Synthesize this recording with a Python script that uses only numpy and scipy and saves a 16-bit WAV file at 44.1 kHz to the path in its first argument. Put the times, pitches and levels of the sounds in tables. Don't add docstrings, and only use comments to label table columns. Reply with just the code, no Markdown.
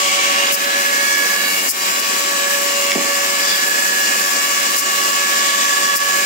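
import sys
import numpy as np
from scipy import signal
from scipy.fft import irfft, next_fast_len
from scipy.io import wavfile
from scipy.ndimage import uniform_filter1d, map_coordinates

SR = 44100
rng = np.random.default_rng(int(sys.argv[2]) if len(sys.argv) > 2 else 0)


def materialize(psi):
    bounded = np.clip(np.atleast_2d(psi).T, -1, 1)
    quanta = np.round(bounded * 32767).astype(np.int16)
    wavfile.write(sys.argv[1], SR, quanta)


N = 275625
TIME = np.arange(N) / SR

# f/Hz, pan/dB
BALANCE = [(100, -1.5), (200, -2.5), (600, -6), (1000, -0.5), (1700, -6), (2400, -1), (3500, -2), (4200, 3),
           (5000, 4), (6500, 10), (8200, 9), (10000, 4), (13000, 2.5), (15500, -2)]
# f/Hz, share/fraction
DIRECT_SHARE = [(100, 1), (300, 1), (800, 0.41), (1600, 1), (2400, 0.52), (4000, 0.22), (8000, 0.047),
                (15000, 0.32)]
# f/Hz, level/dB
HALL_ROAR = [(20, -80), (60, -61), (110, -92), (150, -74.5), (172, -92), (190, -63), (300, -62),
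             (500, -63.5), (800, -65), (1400, -59.5), (3000, -107)]
AIR_JET = [(2000, -108), (5000, -35.5), (9000, -39.5), (12000, -37.5), (15000, -38), (17000, -28),
           (21000, -53.5)]
TEARING = [(900, -139), (1500, -57), (1800, -58.5), (2400, -55.5), (2900, -55), (3300, -59), (3700, -60),
           (4000, -52.5), (4300, -66.5), (5500, -87)]
CHIP_RUSH = [(3000, -70), (3600, -91), (4350, -58.5), (4550, -58), (6000, -59.5), (6900, -57.5),
             (7700, -62), (8400, -61), (9500, -84)]
SPRAY = [(6000, -86.5), (9000, -71.5), (10700, -70), (12500, -69.5), (14500, -70), (15700, -66.5),
         (17000, -60)]
# t/s, level/dB
CLACKS = [(.643, -20), (2.909, -22), (2.917, -11.5), (2.95, -20)]
THUMPS = [(2.952, -13.5), (2.963, -27), (2.975, -19), (3.005, -25), (3.04, -28)]
# f/Hz, level/dB, time to fade by 60 dB/s
STICK_MODES = [(1950, -3, .025), (2280, -1, .025), (2750, 0, .02), (3300, -1, .02), (3650, -3, .02),
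               (4700, -2, .015), (5400, 0, .015), (6300, -3, .012)]
BOARD_MODES = [(150, -14, .25), (194, -4, .1), (253, -2, .09), (315, -1, .07), (390, -1.5, .05),
               (479, -2.5, .05), (660, -3.5, .035), (810, -3.5, .04), (900, -8, .035)]
# t/s, rise/s, hold/s, level/dB
PUFFS_AND_TICK = [(.508, .03, .012, -15), (1.683, .016, .012, -6), (1.995, .001, .001, -15),
                  (4.762, .005, .002, -17), (4.775, .014, .012, -16), (5.952, .012, .01, -13)]
FRAME_DELAYS_S = [.0016, .0031, .0052]
# middle t/s, length/s, f/Hz, width/Hz, level/dB
BRIEF_BANDS = [(.12, 0.36, 2287, 22, -25.5), (.1, 1, 764, 20, -34.5), (.117, 0.58, 3180, 360, -27.5),
               (0.132, .097, 7900, 200, -29), (.386, 0.23, 2940, 230, -27), (1.247, 0.71, 2176, 44, -30.5),
               (2.48, .2, 7700, 250, -28), (2.837, .13, 2780, 180, -29), (3.513, 0.14, 4820, 600, -22),
               (3.517, 0.11, 3460, 220, -25.5), (4.783, 0.021, 6800, 2400, -25),
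               (4.843, .14, 6840, 170, -28), (4.9, 0.72, 802, 16, -44), (5.56, 0.51, 3480, 260, -30),
               (5.635, 0.11, 6270, 120, -26)]
# t/s, knife bite/dB, chip rush/dB, fine spray/dB
CUT = [(0.0, 1.5, 2.5, -1.5), (0.37, 2, 0, -4), (.515, 5, -0.5, 3), (.54, 0, -1.5, 2), (0.65, 2.5, -1.5, 0),
       (1.07, -0.5, 1.5, 3), (1.57, -1, -1.5, 5.5), (1.8, 0, -0.5, 3.5), (2.75, 0.7, -0.1, 1.9),
       (4.12, -0.2, 1, 4.5), (5.8, 0.5, 1.6, 1.3), (6.25, 1.5, 0.5, 5)]
# t/s, f/Hz
UPPER_SPEED = [(0, 93.89), (.65, 93.89), (1.3, 93.76), (1.65, 93.76), (2.1, 93.97), (2.5, 93.96),
               (2.9, 93.82), (3.2, 93.83), (3.5, 93.95), (4, 93.89), (4.5, 94.03), (5.1, 93.98),
               (5.6, 94.1), (6.25, 93.99)]
LOWER_SPEED = [(0, 95.37), (.35, 95.17), (.9, 95.35), (3, 95.35), (3.9, 95.41), (4.6, 95.33), (5.2, 95.42),
               (6.25, 95.37)]
# order (multiple of the turning rate), upper head level/dB, lower head level/dB
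BUZZ_ORDERS = [(2, -60.0, -53.5), (3, -55.5, -53.5), (4, -54.5, -47.0), (5, -53.0, -49.5),
               (7, -55.0, -48.5), (8, -45.5, -56.0), (9, -50.5, -48.5), (10, -43.5, -47.5),
               (11, -44.5, -45.0), (13, -39.5, -44.0), (14, -36.0, -49.0), (15, -46.0, -48.0),
               (16, -41.5, -42.0), (17, -41.5, -36.0), (19, -37.0, -38.0), (20, -36.5, -42.0),
               (21, -42.5, -46.0), (22, -45.0, -47.0), (23, -37, -40), (25, -42.0, -45.5),
               (26, -38.5, -45.0), (27, -42.0, -45.5), (28, -44.5, -45.5), (29, -41.5, -47.0),
               (31, -40.5, -45.5), (32, -43.0, -49.5), (33, -46.5, -53.5), (34, -46.0, -53.0),
               (35, -47.0, -46.5)]
# f/Hz, level/dB
BUZZ_TREBLE = [(3300, -42), (3500, -43), (3750, -53), (4050, -46), (4350, -53), (4600, -40.5), (5000, -43),
               (5400, -41), (6500, -43), (7350, -41), (7700, -46), (8000, -44), (9000, -51), (10800, -50),
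               (13000, -53), (15500, -49)]
STRONG_ORDERS = np.arange(54, 132, 6)
# t/s, level/dB, pan/dB
UPPER_HUM = [(0, -33, -16), (.4, -30, -4), (.85, -31.5, -5), (1.8, -41.5, -18), (2.5, -27.5, -13),
             (2.9, -26, -7), (3.9, -38, -5), (5, -37, -22), (6.25, -33, -16)]
UPPER_DRONE = [(0, -26.5, -6), (.47, -26, -6), (.75, -32.5, -3), (1.04, -35.5, -10), (1.28, -32.5, -6),
               (1.6, -39, 5), (1.8, -32.5, -4), (2.3, -31, 7), (2.8, -32, 0), (3.92, -38.5, 3),
               (4.24, -31, -15), (4.68, -29.5, -9), (5, -25, -15), (5.76, -22.5, -8), (6.25, -23.5, -14)]
UPPER_WHINE = [(0, -37, -5), (.12, -39, -6), (.32, -27, -4), (.52, -29.5, -4), (.76, -20.5, -3),
               (1.2, -18.5, -10), (1.4, -25, -12), (1.68, -42, 2), (1.8, -34, -6), (2.2, -31.5, -7),
               (2.48, -23.5, -8), (2.76, -38, 0), (3.3, -36, -4), (3.7, -24, -8), (4, -19.5, -8),
               (4.4, -27.5, -8), (4.84, -29, -11), (5.32, -24, -7), (5.56, -26, -4), (5.85, -21, -6),
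               (6.25, -23.5, -9)]
LOWER_HUM = [(0, -37.5, -3), (1.4, -39, -3), (2.2, -47, -6), (3.5, -42, -8), (6.25, -41, -8)]
LOWER_DRONE = [(0.0, -28.0, -4), (0.6, -31.0, 0), (1.0, -30.5, 4), (1.52, -35.0, 2), (1.72, -40.0, 6),
               (1.76, -37.5, -8), (2.16, -32.0, -12), (2.6, -35.0, -7), (3.08, -28.5, -15),
               (3.8, -32.5, -6), (4.48, -27.5, -5), (5.32, -35.0, -5), (5.96, -28.0, 0), (6.24, -35.0, 1)]
LOWER_WHINE = [(0, -34.5, 4), (.96, -35, -15), (1.08, -38, -7), (1.32, -26.5, -5), (1.48, -26.5, -11),
               (1.72, -36, -5), (2.2, -38, -4), (2.52, -29.5, -9), (2.96, -36, -11), (3.12, -29, -9),
               (3.7, -22.5, -10), (4.3, -34.5, -7), (4.6, -29, -2), (5.44, -32, -6), (5.72, -25, -5),
               (6, -32, -3), (6.25, -28, -5)]
OVERTONE_DB = {"upper": [-39, -36.5, -40.5, -45, -41.5], "lower": [-44, -43, -45, -48, -45]}
# middle t/s, length/s, head, harmonic, level/dB
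OVERTONE_SWELLS = [(.17, .22, "lower", 4, -27), (.1, .25, "lower", 5, -31), (.4, .16, "upper", 5, -26),
                   (1.15, .25, "upper", 4, -24.5), (1.14, .16, "upper", 6, -30.5),
                   (1.43, .16, "upper", 7, -32), (1.46, .16, "upper", 8, -30), (1.5, .15, "upper", 5, -32),
                   (1.5, .22, "upper", 4, -27), (1.93, .2, "upper", 5, -34), (2.8, .16, "upper", 5, -29),
                   (2.97, .2, "upper", 4, -32), (3.45, .25, "lower", 4, -35),
                   (4.07, .17, "upper", 5, -31.5), (4.5, .3, "upper", 4, -32), (5, .4, "upper", 5, -29.5),
                   (5.3, .3, "lower", 4, -34.5), (5.5, .15, "upper", 6, -35.5),
                   (5.9, .3, "upper", 6, -35.5), (5.85, .3, "upper", 5, -35), (6.22, .12, "upper", 4, -31)]
DRONE_LEAD = {"upper": [(0, .00032), (.75, .00042), (1.3, .00017), (1.9, .00026), (2.25, .00008), (3.3, 0),
              (3.7, -.00028), (4.3, -.00047), (5.6, -.00058), (6.25, -.00051)], "lower": [(0, .00036),
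              (1, .0004), (1.5, -.00028), (2.4, -.00029), (3.4, -.00043), (5.2, -.00067), (6.25, -.00064)]}
TONE_LEADS_S = [.00026, .00038, .00036, .00035, .00032, .0003, .00025]


def from_db(db):
    return 10 ** (np.asarray(db) / 20)


def in_time(rows):
    times, *columns = np.transpose(rows)
    return [np.interp(TIME, times, column) for column in columns]


def at_hz(points, hz):
    known_hz, values = np.transpose(points)
    return np.interp(np.log(hz + 1e-9), np.log(known_hz), values)


def drift(rate):
    steps = rng.standard_normal(4096)
    return np.interp(TIME * rate, np.arange(len(steps)), steps) * np.sqrt(1.5)


def swell(middle_s, length_s):
    return np.exp(-2 * ((TIME - middle_s) / length_s) ** 2)


def random_waves(*shape):
    return (rng.standard_normal(shape) + 1j * rng.standard_normal(shape)) / np.sqrt(2)


def to_stereo(direct, echoes, hz, lead_s=0.00038):
    share = np.clip(at_hz(DIRECT_SHARE, hz), 0, 1)
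    lead = np.exp(1j * np.pi * hz * lead_s)
    tilt = from_db(at_hz(BALANCE, hz))
    left = tilt * (np.sqrt(share) * direct * lead + np.sqrt(1 - share) * echoes[0])
    right = np.sqrt(share) * direct / lead + np.sqrt(1 - share) * echoes[1]
    return np.array([left, right]) * np.sqrt(2 / (1 + tilt ** 2))


def rush(colour):
    size = next_fast_len(N, True)
    hz = np.arange(size // 2 + 1) * SR / size
    waves = to_stereo(random_waves(len(hz)), random_waves(2, len(hz)), hz)
    return irfft(waves * from_db(at_hz(colour, hz)) * np.sqrt(size * SR / 2), size)[:, :N]


def resonance(noise, hz, width_hz):
    edges_hz = [hz - width_hz / 2, hz + width_hz / 2]
    band = signal.sosfilt(signal.butter(2, edges_hz, "band", fs=SR, output="sos"), noise)
    return band / np.sqrt(np.mean(band ** 2))


def hall_roar():
    return rush(HALL_ROAR) * from_db(.9 * drift(12))


def wood_knocks(blows, modes, pan_db, echo_db, echo_s):
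    t = TIME[:SR // 2]
    direct = np.zeros(N + len(t))
    for start_s, blow_db in blows:
        start = int(start_s * SR)
        for k, (hz, mode_db, fade_s) in enumerate(modes):
            fade = from_db(blow_db + mode_db + rng.normal(0, 1) - 60 * t / fade_s)
            direct[start:start + len(t)] += (-1) ** k * fade * np.sin(2 * np.pi * hz * t)
    tail = rng.standard_normal((2, len(t))) * from_db(-60 * t / echo_s)
    tail /= np.sqrt(np.sum(tail ** 2, axis=1, keepdims=True))
    echo = signal.fftconvolve(direct[None, :N], tail, axes=1)[:, :N]
    return (direct[:N] + from_db(echo_db) * echo) * from_db([[pan_db / 2], [-pan_db / 2]])


def puffs_and_tick(tail_s, hall_db, hall_s):
    loudness = 0
    for start_s, rise_s, hold_s, db in PUFFS_AND_TICK:
        rising = np.clip((TIME - start_s) / rise_s, 0, 1)
        after_s = np.maximum(TIME - start_s - rise_s - hold_s, 0)
        burst = np.exp(-np.minimum(after_s, 1) / tail_s)
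        lingering = from_db(hall_db) * np.exp(-after_s / hall_s)
        loudness += from_db(db) * rising * np.maximum(burst, lingering)
    return loudness * rush(AIR_JET)


def frame_echoes(sound, echo_db, sway_s):
    out, gain = sound.copy(), from_db(echo_db)
    for delay_s in FRAME_DELAYS_S:
        for side in (0, 1):
            earlier = TIME - delay_s * rng.uniform(.8, 1.2) - sway_s * drift(2)
            out[side] += gain * np.interp(earlier, TIME, sound[side], left=0)
    return out / np.sqrt(1 + len(FRAME_DELAYS_S) * gain ** 2)


def cutting_noise():
    bite_db, chips_db, spray_db = in_time(CUT)
    tearing = rush(TEARING) * from_db(bite_db - 3.8 + drift(25))
    chips = rush(CHIP_RUSH) * from_db(chips_db - 1.5 + drift(28))
    spray = rush(SPRAY) * from_db(spray_db + 0.8 + 1.1 * drift(25))
    return tearing + chips + spray


def noise_bands(steel_start_s=1.45, steel_rise_s=0.14):
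    noise = rush([(1, 0), (SR, 0)])
    ringing = np.clip((TIME - steel_start_s) / steel_rise_s, 0, 1)
    steel = from_db(-29) * ringing * resonance(noise, hz=7385, width_hz=360)
    frayed_whine = from_db(in_time(UPPER_WHINE)[0] - 9.5) * resonance(noise, hz=1770, width_hz=190)
    out = steel + frayed_whine
    for middle_s, length_s, hz, width_hz, db in BRIEF_BANDS:
        out += from_db(db) * swell(middle_s, length_s) * resonance(noise, hz, width_hz)
    return out


def spin(speed_hz, jitter):
    return np.cumsum(speed_hz * (1 + jitter * drift(25))) / SR


def knife_buzz(turns, speed_hz, orders_db, treble_db, change_db, count=80, size=2048):
    orders = np.arange(170)
    hz = orders * np.mean(speed_hz)
    listed = np.array(BUZZ_ORDERS)[:, 0].round().astype(int)
    strong_db = 4.8 * np.isin(orders, STRONG_ORDERS)
    gain = from_db(at_hz(BUZZ_TREBLE, hz) + treble_db + strong_db) * (orders > listed.max())
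    gain[listed] = from_db(orders_db)
    bite_db, chips_db = [curve[::N // count][:count, None] for curve in in_time(CUT)[:2]]
    cut_db = bite_db * np.interp(hz, [500, 2500, 4500], [.2, 1, 0])
    cut_db += chips_db * np.interp(hz, [2500, 4500, 9000, 12000], [0, 1, 1, 0])
    fresh = np.clip(from_db(change_db) * np.sqrt(hz / 1000), 0, 1)
    lasting = np.exp(2j * np.pi * rng.random((3, 1, len(hz))))
    paths = np.sqrt(1 - fresh ** 2) * lasting + fresh * random_waves(3, count, len(hz))
    waves = to_stereo(paths[0], paths[1:], hz)
    waves *= gain * from_db(cut_db) / np.sqrt(np.mean(abs(waves) ** 2, axis=(0, 1)))
    patterns = irfft(waves, size) * size / np.sqrt(2)
    place = [np.linspace(0, count - 1, N), turns % 1 * size]
    return np.array([map_coordinates(side, place, order=1, mode="grid-wrap") for side in patterns])


def head_tones(head, low_tones, overtone_pan_db=-5):
    tones = [in_time(table) for table in low_tones]
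    for harmonic, resting_db in enumerate(OVERTONE_DB[head], len(low_tones) + 1):
        swelling = sum((from_db(db) * swell(middle_s, length_s)) ** 2
                       for middle_s, length_s, which, number, db in OVERTONE_SWELLS
                       if (which, number) == (head, harmonic))
        resting = from_db(resting_db + 2 * drift(6.4)) ** 2
        tones.append([10 * np.log10(resting + swelling), overtone_pan_db])
    leads = [lead_s * (1 + .025 * TIME) for lead_s in TONE_LEADS_S]
    leads.insert(1, in_time(DRONE_LEAD[head])[0])
    return [(*tone, lead) for tone, lead in zip(tones, leads)]


def knife_song(turns, speed_hz, tones, wobble, rough, knives=6, runout=.04):
    out = np.zeros((2, N))
    unevenness = rough * drift(130) + runout * np.cos(2 * np.pi * turns)
    knife_angle = 2 * np.pi * knives * turns + rough * drift(130)
    sway = wobble * drift(5.9)
    for harmonic, (level_db, pan_db, lead_s) in enumerate(tones, 1):
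        gain = 2 * from_db(level_db + drift(22)) * (1 + harmonic * unevenness)
        side_angle = np.pi * knives * speed_hz * lead_s + sway
        phase = rng.uniform(0, 2 * np.pi)
        for side, sign in enumerate((1, -1)):
            side_gain = gain / np.sqrt(1 + from_db(-2 * sign * pan_db))
            out[side] += side_gain * np.sin(harmonic * (knife_angle + sign * side_angle) + phase)
    return out


def moulder():
    upper_hz, lower_hz = in_time(UPPER_SPEED)[0], in_time(LOWER_SPEED)[0]
    upper_turns, lower_turns = spin(upper_hz, jitter=0.000718), spin(lower_hz, jitter=0.00077)
    upper_tones = head_tones("upper", [UPPER_HUM, UPPER_DRONE, UPPER_WHINE])
    song = knife_song(upper_turns, upper_hz, upper_tones, wobble=.05, rough=.03)
    lower_tones = head_tones("lower", [LOWER_HUM, LOWER_DRONE, LOWER_WHINE])
    song += knife_song(lower_turns, lower_hz, lower_tones, wobble=.045, rough=.025)
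    _, upper_db, lower_db = np.transpose(BUZZ_ORDERS)
    buzz = knife_buzz(upper_turns, upper_hz, upper_db, treble_db=-2.5, change_db=-6.5)
    buzz += knife_buzz(lower_turns, lower_hz, lower_db, treble_db=-5.5, change_db=-4.5)
    angle = 2 * np.pi * upper_turns
    pulsing = 1 + .06 * np.cos(angle) + .07 * np.cos(2 * angle) + .05 * np.cos(6 * angle)
    grain = from_db(.45 * drift(32))
    noise = frame_echoes(cutting_noise(), echo_db=-7, sway_s=.00008) + noise_bands()
    return song + grain * (from_db(2) * buzz + pulsing * noise)


def scene():
    hall = hall_roar()
    stick = wood_knocks(CLACKS, STICK_MODES, pan_db=-1, echo_db=-5, echo_s=.15)
    board = wood_knocks(THUMPS, BOARD_MODES, pan_db=-3, echo_db=-6, echo_s=.5)
    return hall + stick + board + moulder() + puffs_and_tick(tail_s=0.0077, hall_db=-19.5, hall_s=0.053)


def gain_control(sound, threshold_db, release_s):
    power = uniform_filter1d(np.mean(sound ** 2, axis=0), size=220)
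    excess_db = np.maximum(10 * np.log10(np.maximum(power, 1e-12)) - threshold_db, 1e-9)
    held_db = np.exp(np.maximum.accumulate(np.log(excess_db) + TIME / release_s) - TIME / release_s)
    return sound * from_db(-uniform_filter1d(held_db, size=130))


def record(dry, bass_hz=165, top_hz=15720):
    ducked = gain_control(dry, threshold_db=-12.5, release_s=0.043)
    bass_cut = signal.butter(6, bass_hz, "high", fs=SR, output="sos")
    top_cut = signal.ellip(12, .2, 80, top_hz, fs=SR, output="sos")
    thin = signal.sosfilt(bass_cut, ducked) + from_db(-39) * ducked
    return signal.sosfilt(top_cut, thin)


dry = scene()
out = record(dry)
materialize(out)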